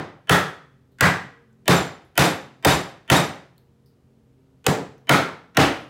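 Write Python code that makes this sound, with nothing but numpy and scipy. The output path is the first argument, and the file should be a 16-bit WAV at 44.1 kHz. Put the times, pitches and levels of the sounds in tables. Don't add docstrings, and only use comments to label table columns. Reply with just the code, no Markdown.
import sys
import numpy as np
from scipy import signal
from scipy.io import wavfile
from scipy.ndimage import uniform_filter1d, minimum_filter1d

SR = 44100
rng = np.random.default_rng(int(sys.argv[2]) if len(sys.argv) > 2 else 0)


def generate_wav(sig):
    pcm = np.round(np.clip(np.atleast_2d(sig).T, -1, 1) * 32767).astype(np.int16)
    wavfile.write(sys.argv[1], SR, pcm)


def natural_amplitude(level_db):
    exponent = np.asarray(level_db, float) / 20
    return 10 ** exponent


N = 259749


def at_hz(points, hz):
    points = np.array(points)
    return np.interp(np.log(hz), np.log(points[:, 0]), points[:, 1])


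def rms_one(x):
    return x / np.sqrt(np.mean(x ** 2) + 1e-20)


def resonance(x, hz, width_hz):
    r = np.exp(-np.pi * width_hz / SR)
    gain = (1 - r * r) / 2
    return signal.lfilter([gain, 0, -gain], [1, -2 * r * np.cos(2 * np.pi * hz / SR), r * r], x)


def ring(clicks, hz, t60):
    r = natural_amplitude(-60 / (t60 * SR))
    w = 2 * np.pi * hz / SR
    return signal.lfilter([0, np.sin(w)], [1, -2 * r * np.cos(w), r * r], clicks + 1e-18)


def waver(hz):
    slow = signal.sosfilt(signal.butter(2, hz, fs=SR, output="sos"), rng.standard_normal(N))
    return 0.4 + 0.7 * rms_one(slow)


BAND_EDGES = 32 * 2 ** np.arange(0, 9.1, 1 / 3)


def bands(rows, size):
    settle = 4000
    white = rng.standard_normal((2, rows, size + settle))
    for k, (low, high) in enumerate(zip(BAND_EDGES, BAND_EDGES[1:])):
        sos = signal.butter(3, [low, high], "band", fs=SR, output="sos")
        noise = signal.sosfilt(sos, white[k % 2])[:, settle:]
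        yield np.sqrt(low * high), rms_one(noise)


# (time [s], force [dB], hardness of contact [dB], direct crack [dB], direct knock [dB])
BLOWS = [
    (-0.150, -0.5, -13, 6, -9),
    (0.2947, -2, 2, 12.5, -5.5),
    (1.0079, -3, -2, 22.5, -5.5),
    (1.6790, 0.5, -1, 20.5, -11),
    (2.1768, 0, 1.5, 13, -12.5),
    (2.6480, -0.5, 2.5, 30, 4.5),
    (3.1000, 1, 0.5, 12, -3.5),
    (4.665, -7.5, -4, 11, -26),
    (5.0930, -2.5, 0.5, 22, -1.5),
    (5.5697, -2, -1.5, 30.5, 4),
]
STRUCK_AT = [1, 0, 4, 1, 1, 1, 1, 3, 2, 5]
# (frequency [Hz], level [dB], share of hardness [0-1])
COLOUR = [
    (195, -9, 0.01),
    (1400, -3.5, 0.2),
    (4000, -5.5, 0.6),
    (10500, -17.5, 0.95),
]
# (body near 1.4 kHz [dB], clack near 4 kHz [dB], favoured knock [Hz])
SPOT_VOICE = [(2, -3.5, 1900), (-0.23, 0, 1400), (2.5, -2.5, 2200), (-5, -1, 3600), (5, 1.5, 770),
              (3.5, 3.5, 3100)]


def colour_db(hz):
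    points, table = np.array(COLOUR), np.array(BLOWS)
    force, hardness = table[:, 1:2], table[:, 2:3]
    parts = points[:, 1] + force + points[:, 2] * hardness
    parts[:, 1:3] += np.array(SPOT_VOICE)[STRUCK_AT, :2]
    return np.array([np.interp(np.log(hz), np.log(points[:, 0]), row) for row in parts])


# (frequency [Hz], width [Hz], level [dB])
SPOTS = [
    [(151, 14, 1.5), (178, 19, -6), (436, 270, -4.5), (1300, 120, 2), (1700, 150, -1.5), (1870, 57, 0),
     (3420, 250, 5)],
    [(144, 18, -6), (178, 69, -4.5), (327.2, 120, 1), (538, 54, -0.5), (705, 180, -2), (3600, 100, 0.5)],
    [(130, 13, -2), (177, 8.6, 8), (259, 510, 2.5), (1356, 120, 1), (2170, 140, 2.5), (3580, 1200, -2)],
    [(140, 140, -6), (179, 53, 4.5), (276, 50, 8.5), (423, 140, 12), (715, 170, 0.5), (7460, 710, 0.5)],
    [(139, 29, 9), (184, 54, -3.5), (1042.6, 80, -10.5), (1628, 100, 2.5), (1941, 76, 2.5), (7700, 500, -8)],
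    [(287, 67, 9), (584, 160, 1.5), (2810, 400, -3.5)],
]
# (frequency [Hz], width [Hz], level [dB])
BENCH = [(151.9, 9.1, 0.4), (174, 7.4, -1), (283.7, 7.3, -1), (443, 23, -5), (763, 6.8, -4)]
# (frequency [Hz], level [dB])
CRACK = [(100, -28), (400, -8), (1000, 1.5), (2000, 8.5), (4000, 8), (8000, 18), (16000, 22)]
# (frequency [Hz], level [dB])
ROOM = [(40, -36), (62, -28), (90, -10.5), (2000, -3), (3000, -8.5), (6000, -3.5), (11000, 0),
        (15000, -2.5)]
# (frequency [Hz], time to fall 60 dB [s])
ROOM_T60 = [(60, .48), (160, .47), (420, .43), (2900, .41), (5500, .37), (8000, .33), (11000, .29),
            (15000, .27)]


def blows():
    size = SR * 3 // 4
    t, table, sound = np.arange(size) / SR, np.array(BLOWS), 0
    late_db, late_longer = -38, 2.2
    lull_db, lull_ends_hz, first_wall_s, wall_spread_s = -2.5, 5000, 0.005, 0.0072
    before_wall = 1 / (1 + np.exp(np.minimum((t - first_wall_s) / wall_spread_s, 50)))
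    for hz, noise in bands(len(BLOWS), size):
        crack_t60 = 0.011 + 18.0 / hz
        crack_db = table[:, 3:4] + at_hz(CRACK, hz) - 60 * t / crack_t60
        crack = natural_amplitude(crack_db) * np.minimum(t / (0.0012 + 1 / hz), 1)
        fall_db = -60 * t / at_hz(ROOM_T60, hz)
        dying = natural_amplitude(fall_db) + natural_amplitude(late_db + fall_db / late_longer)
        building = 1 - np.exp(-t / (0.0017 + 0.64 / hz))
        lull = natural_amplitude(lull_db / (1 + (hz / lull_ends_hz) ** 2) * before_wall)
        room = natural_amplitude(at_hz(ROOM, hz)) * dying * building * lull
        level = natural_amplitude(colour_db(hz) - 9)[:, None]
        sound = sound + level * noise * np.sqrt(crack ** 2 + room ** 2)
    out = np.zeros(N + 2 * SR)
    fade_out = np.minimum((size - np.arange(size)) / 2000, 1)
    for s, spot, x in zip(table[:, 0], STRUCK_AT, sound):
        x = x + sum(natural_amplitude(db) * resonance(x, hz, width) for hz, width, db in SPOTS[spot] + BENCH)
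        start = SR + round(s * SR)
        out[start:start + size] += x * fade_out
    bench_cut = signal.butter(4, 72, "high", fs=SR, output="sos")
    return signal.sosfilt(bench_cut, out)[SR:SR + N]


# (frequency [Hz], width [Hz], level [dB])
FRAME = [(705, 210, -3), (1390, 210, -1.5), (1885, 340, 3), (2608, 460, 2), (3081, 480, 2)]


def knocks():
    level_db, fall_db_per_oct, scatter_size_db = 5, 1.5, 2.2
    second_s, second_db = 0.0028, 3.0
    table = np.array(BLOWS)[1:]
    at = (table[:, 0] * SR).astype(int)
    signs = rng.choice([-1, 1], (len(at), len(FRAME)))
    scatter_db = scatter_size_db * rng.standard_normal((len(at), len(FRAME)))
    favoured_hz = np.array(SPOT_VOICE)[STRUCK_AT[1:], 2]
    out = np.zeros(N)
    for k, (hz, width, db) in enumerate(FRAME):
        off_db = fall_db_per_oct * np.abs(np.log2(hz / favoured_hz))
        knock_db = table[:, 4] + db - off_db + scatter_db[:, k] + level_db
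        clicks = np.zeros(N)
        clicks[at] = signs[:, k] * natural_amplitude(knock_db) * SR / width
        whole_cycles = round(second_s * hz)
        clicks += natural_amplitude(second_db) * np.roll(clicks, round(whole_cycles / hz * SR))
        out += resonance(resonance(clicks + 1e-18, hz, width), hz, width)
    return out


# (frequency [Hz], level [dB], time to fall 60 dB [s])
THUMP = [(90.6, -7.5, 0.083), (142, 1.2, 0.21), (176.7, -0.6, 0.28), (284.2, -5, 0.18)]


def thump():
    level_db, lag_s = -8.5, 0.015
    s, force_db = np.array(BLOWS)[1:, :2].T
    scatter_db = 1.0 * rng.standard_normal((len(s), len(THUMP)))
    at = ((s + lag_s) * SR).astype(int)
    out = 0
    for k, (hz, db, t60) in enumerate(THUMP):
        clicks = np.zeros(N)
        clicks[at] = natural_amplitude(level_db + db + force_db + scatter_db[:, k])
        out = out + ring(clicks, hz, t60)
    return signal.sosfilt(signal.butter(2, [70, 350], "band", fs=SR, output="sos"), out)


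TOOL_HZ = [3786, 5930, 7245, 8280, 10580, 11480, 12430, 13250]
TOOL_DB = [-9, -9, -0.5, -3, -2.5, -4, -4.5, -6.5]
TOOL_T60 = [.33, .3, .34, .3, .3, .3, .27, .25]
# (time [s], level [dB], lean toward small bright parts [dB per octave])
HOPS = [(1.055, -33.5, -10), (1.736, -34, -5.5), (1.756, -31, -8), (2.239, -27.5, -8),
        (2.704, -26.5, -10.5), (3.126, -43.5, 1.5), (3.165, -25.5, -10.5), (5.624, -48, -6)]
# (time [s], frequency [Hz], level [dB], time to fall 60 dB [s])
FAR_RING = [(0.32, 3370, -30, 0.5), (0.32, 1325, -28, 0.4), (1.01, 468, -43, 1.6), (1.01, 1508, -55, 1.3),
            (5.63, 8700, -48, 0.45), (5.63, 10400, -52, .6), (5.63, 13800, -54, 0.6)]


def tools():
    out = np.zeros(N)
    at_s, hop_db, lean_db = np.transpose(HOPS)
    scatter_db = 1.5 * rng.standard_normal((len(HOPS), len(TOOL_HZ)))
    for k, (hz, db, t60) in enumerate(zip(TOOL_HZ, TOOL_DB, TOOL_T60)):
        tilt_db = lean_db * np.log2(hz / TOOL_HZ[2])
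        clicks = np.zeros(N)
        clicks[(at_s * SR).astype(int)] = natural_amplitude(hop_db + db + tilt_db + scatter_db[:, k])
        out += ring(clicks, hz, t60) * waver(45.0)
    for s, hz, db, t60 in FAR_RING:
        click = np.arange(N) == round(s * SR)
        out += natural_amplitude(db) * ring(click, hz, t60) * waver(hz / 100)
    return out


# (time [s], peak level [dB], frequency [Hz], room level [dB])
TICKS = [(0.92, -54, 4000, -11.5), (1.529, -56.5, 7440, -20), (2.049, -58.5, 11260, -11),
         (3.58, -37, 4160, -21.5), (3.578, -54, 14140, -16), (3.86, -56, 4860, -1), (4.98, -54, 6000, -11)]


def ticks():
    t60, room_t60, wide_db, spread = 0.008, 0.32, -16, 0.26
    out, t = np.zeros(N), np.arange(SR // 4) / SR
    for (s, db, hz, room_db), noise in zip(TICKS, rng.standard_normal((len(TICKS), len(t)))):
        pitched = resonance(resonance(noise, hz, spread * hz), hz, spread * hz)
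        bright = natural_amplitude(wide_db) * np.diff(noise, prepend=0) + pitched
        dying = natural_amplitude(-60 * t / t60) + natural_amplitude(room_db - 60 * t / room_t60)
        out[round(s * SR):][:len(t)] += natural_amplitude(db) * bright * dying
    return out


# (frequency [Hz], level per Hz [dB])
HUM = [(15, -30), (28, -0.5), (130, 0), (190, -6.5), (440, -11.5), (754, -21), (1890, -30), (16000, -44.5)]
# (frequency [Hz], width [Hz], level [dB])
HUM_TONES = [(130, 4.8, -60), (176.4, 6, -69), (222, 5.4, -67), (266, 1.7, -67), (390, 16, -72),
             (468, 3.8, -73)]


def hum():
    level_db, duck_db, recover_s = -59.5, -4, 0.4
    air = sum(natural_amplitude(at_hz(HUM, hz)) * np.sqrt(hz) * noise[0] for hz, noise in bands(1, N))
    white = rng.standard_normal(N)
    tones = 0
    for hz, width, db in HUM_TONES:
        tones = tones + natural_amplitude(db) * rms_one(resonance(resonance(white, hz, width), hz, width))
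    t, times = np.arange(N) / SR, np.array(BLOWS)[:, 0]
    since = t - times[np.searchsorted(times, t) - 1]
    dip = natural_amplitude(duck_db * np.exp(-since / recover_s))
    return dip * (natural_amplitude(level_db) * rms_one(air) + tones)


def scene():
    return (blows() + knocks() + thump() + tools() + ticks() + hum())[None]


def limiter(x):
    top_db, width, release_s = -4.2, 40, 0.011
    melt = np.arange(N) / SR / release_s
    over_db = np.maximum(20 * np.log10(np.abs(x) + 1e-9) - top_db, 1e-6)
    held_db = np.exp(np.maximum.accumulate(np.log(over_db) + melt) - melt)
    widened_db = -minimum_filter1d(-held_db, width)
    return x * natural_amplitude(-uniform_filter1d(widened_db, width))


def ahead(x):
    lead = 990
    ghost_db, half_db, smear_db, grow_db, ring_db = -34.5, -44, -69, 14, -6.5
    smear = signal.sosfilt(signal.butter(8, 3400, fs=SR, output="sos"), rng.standard_normal(lead))
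    taps = rms_one(smear) * natural_amplitude(smear_db + grow_db * np.arange(lead) / lead)
    dull_click = signal.lfilter(*signal.butter(1, 8000, fs=SR), np.arange(40) == 0)
    taps[:40] += natural_amplitude(ghost_db) * dull_click
    taps[lead // 2] += natural_amplitude(half_db)
    early = signal.fftconvolve(x, taps)[lead - 1:][:N]
    backward_ring = resonance(x[::-1], 3050, 60)[::-1]
    return early + natural_amplitude(ring_db) * backward_ring


def top_cut(x):
    cutoff_hz, opens_db, top_db = 15950, -36, -9
    low = signal.sosfilt(signal.ellip(8, 0.3, 45, cutoff_hz - 150, fs=SR, output="sos"), x)
    top = signal.sosfilt(signal.ellip(8, 0.3, 45, cutoff_hz, "high", fs=SR, output="sos"), x)
    loudness = np.sqrt(np.abs(uniform_filter1d(top ** 2, size=128))) / natural_amplitude(opens_db)
    return low + natural_amplitude(top_db) * top * np.minimum(loudness, 1) ** 3


def low_pass(x):
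    return signal.sosfilt(signal.butter(12, 17000, fs=SR, output="sos"), x)


def record(dry):
    bass_cut = signal.butter(3, 58, "high", fs=SR, output="sos")
    x = signal.sosfilt(bass_cut, limiter(dry[0]))
    mix = top_cut(x + ahead(x))[None]
    return low_pass(mix)


dry = scene()
out = record(dry)
generate_wav(out)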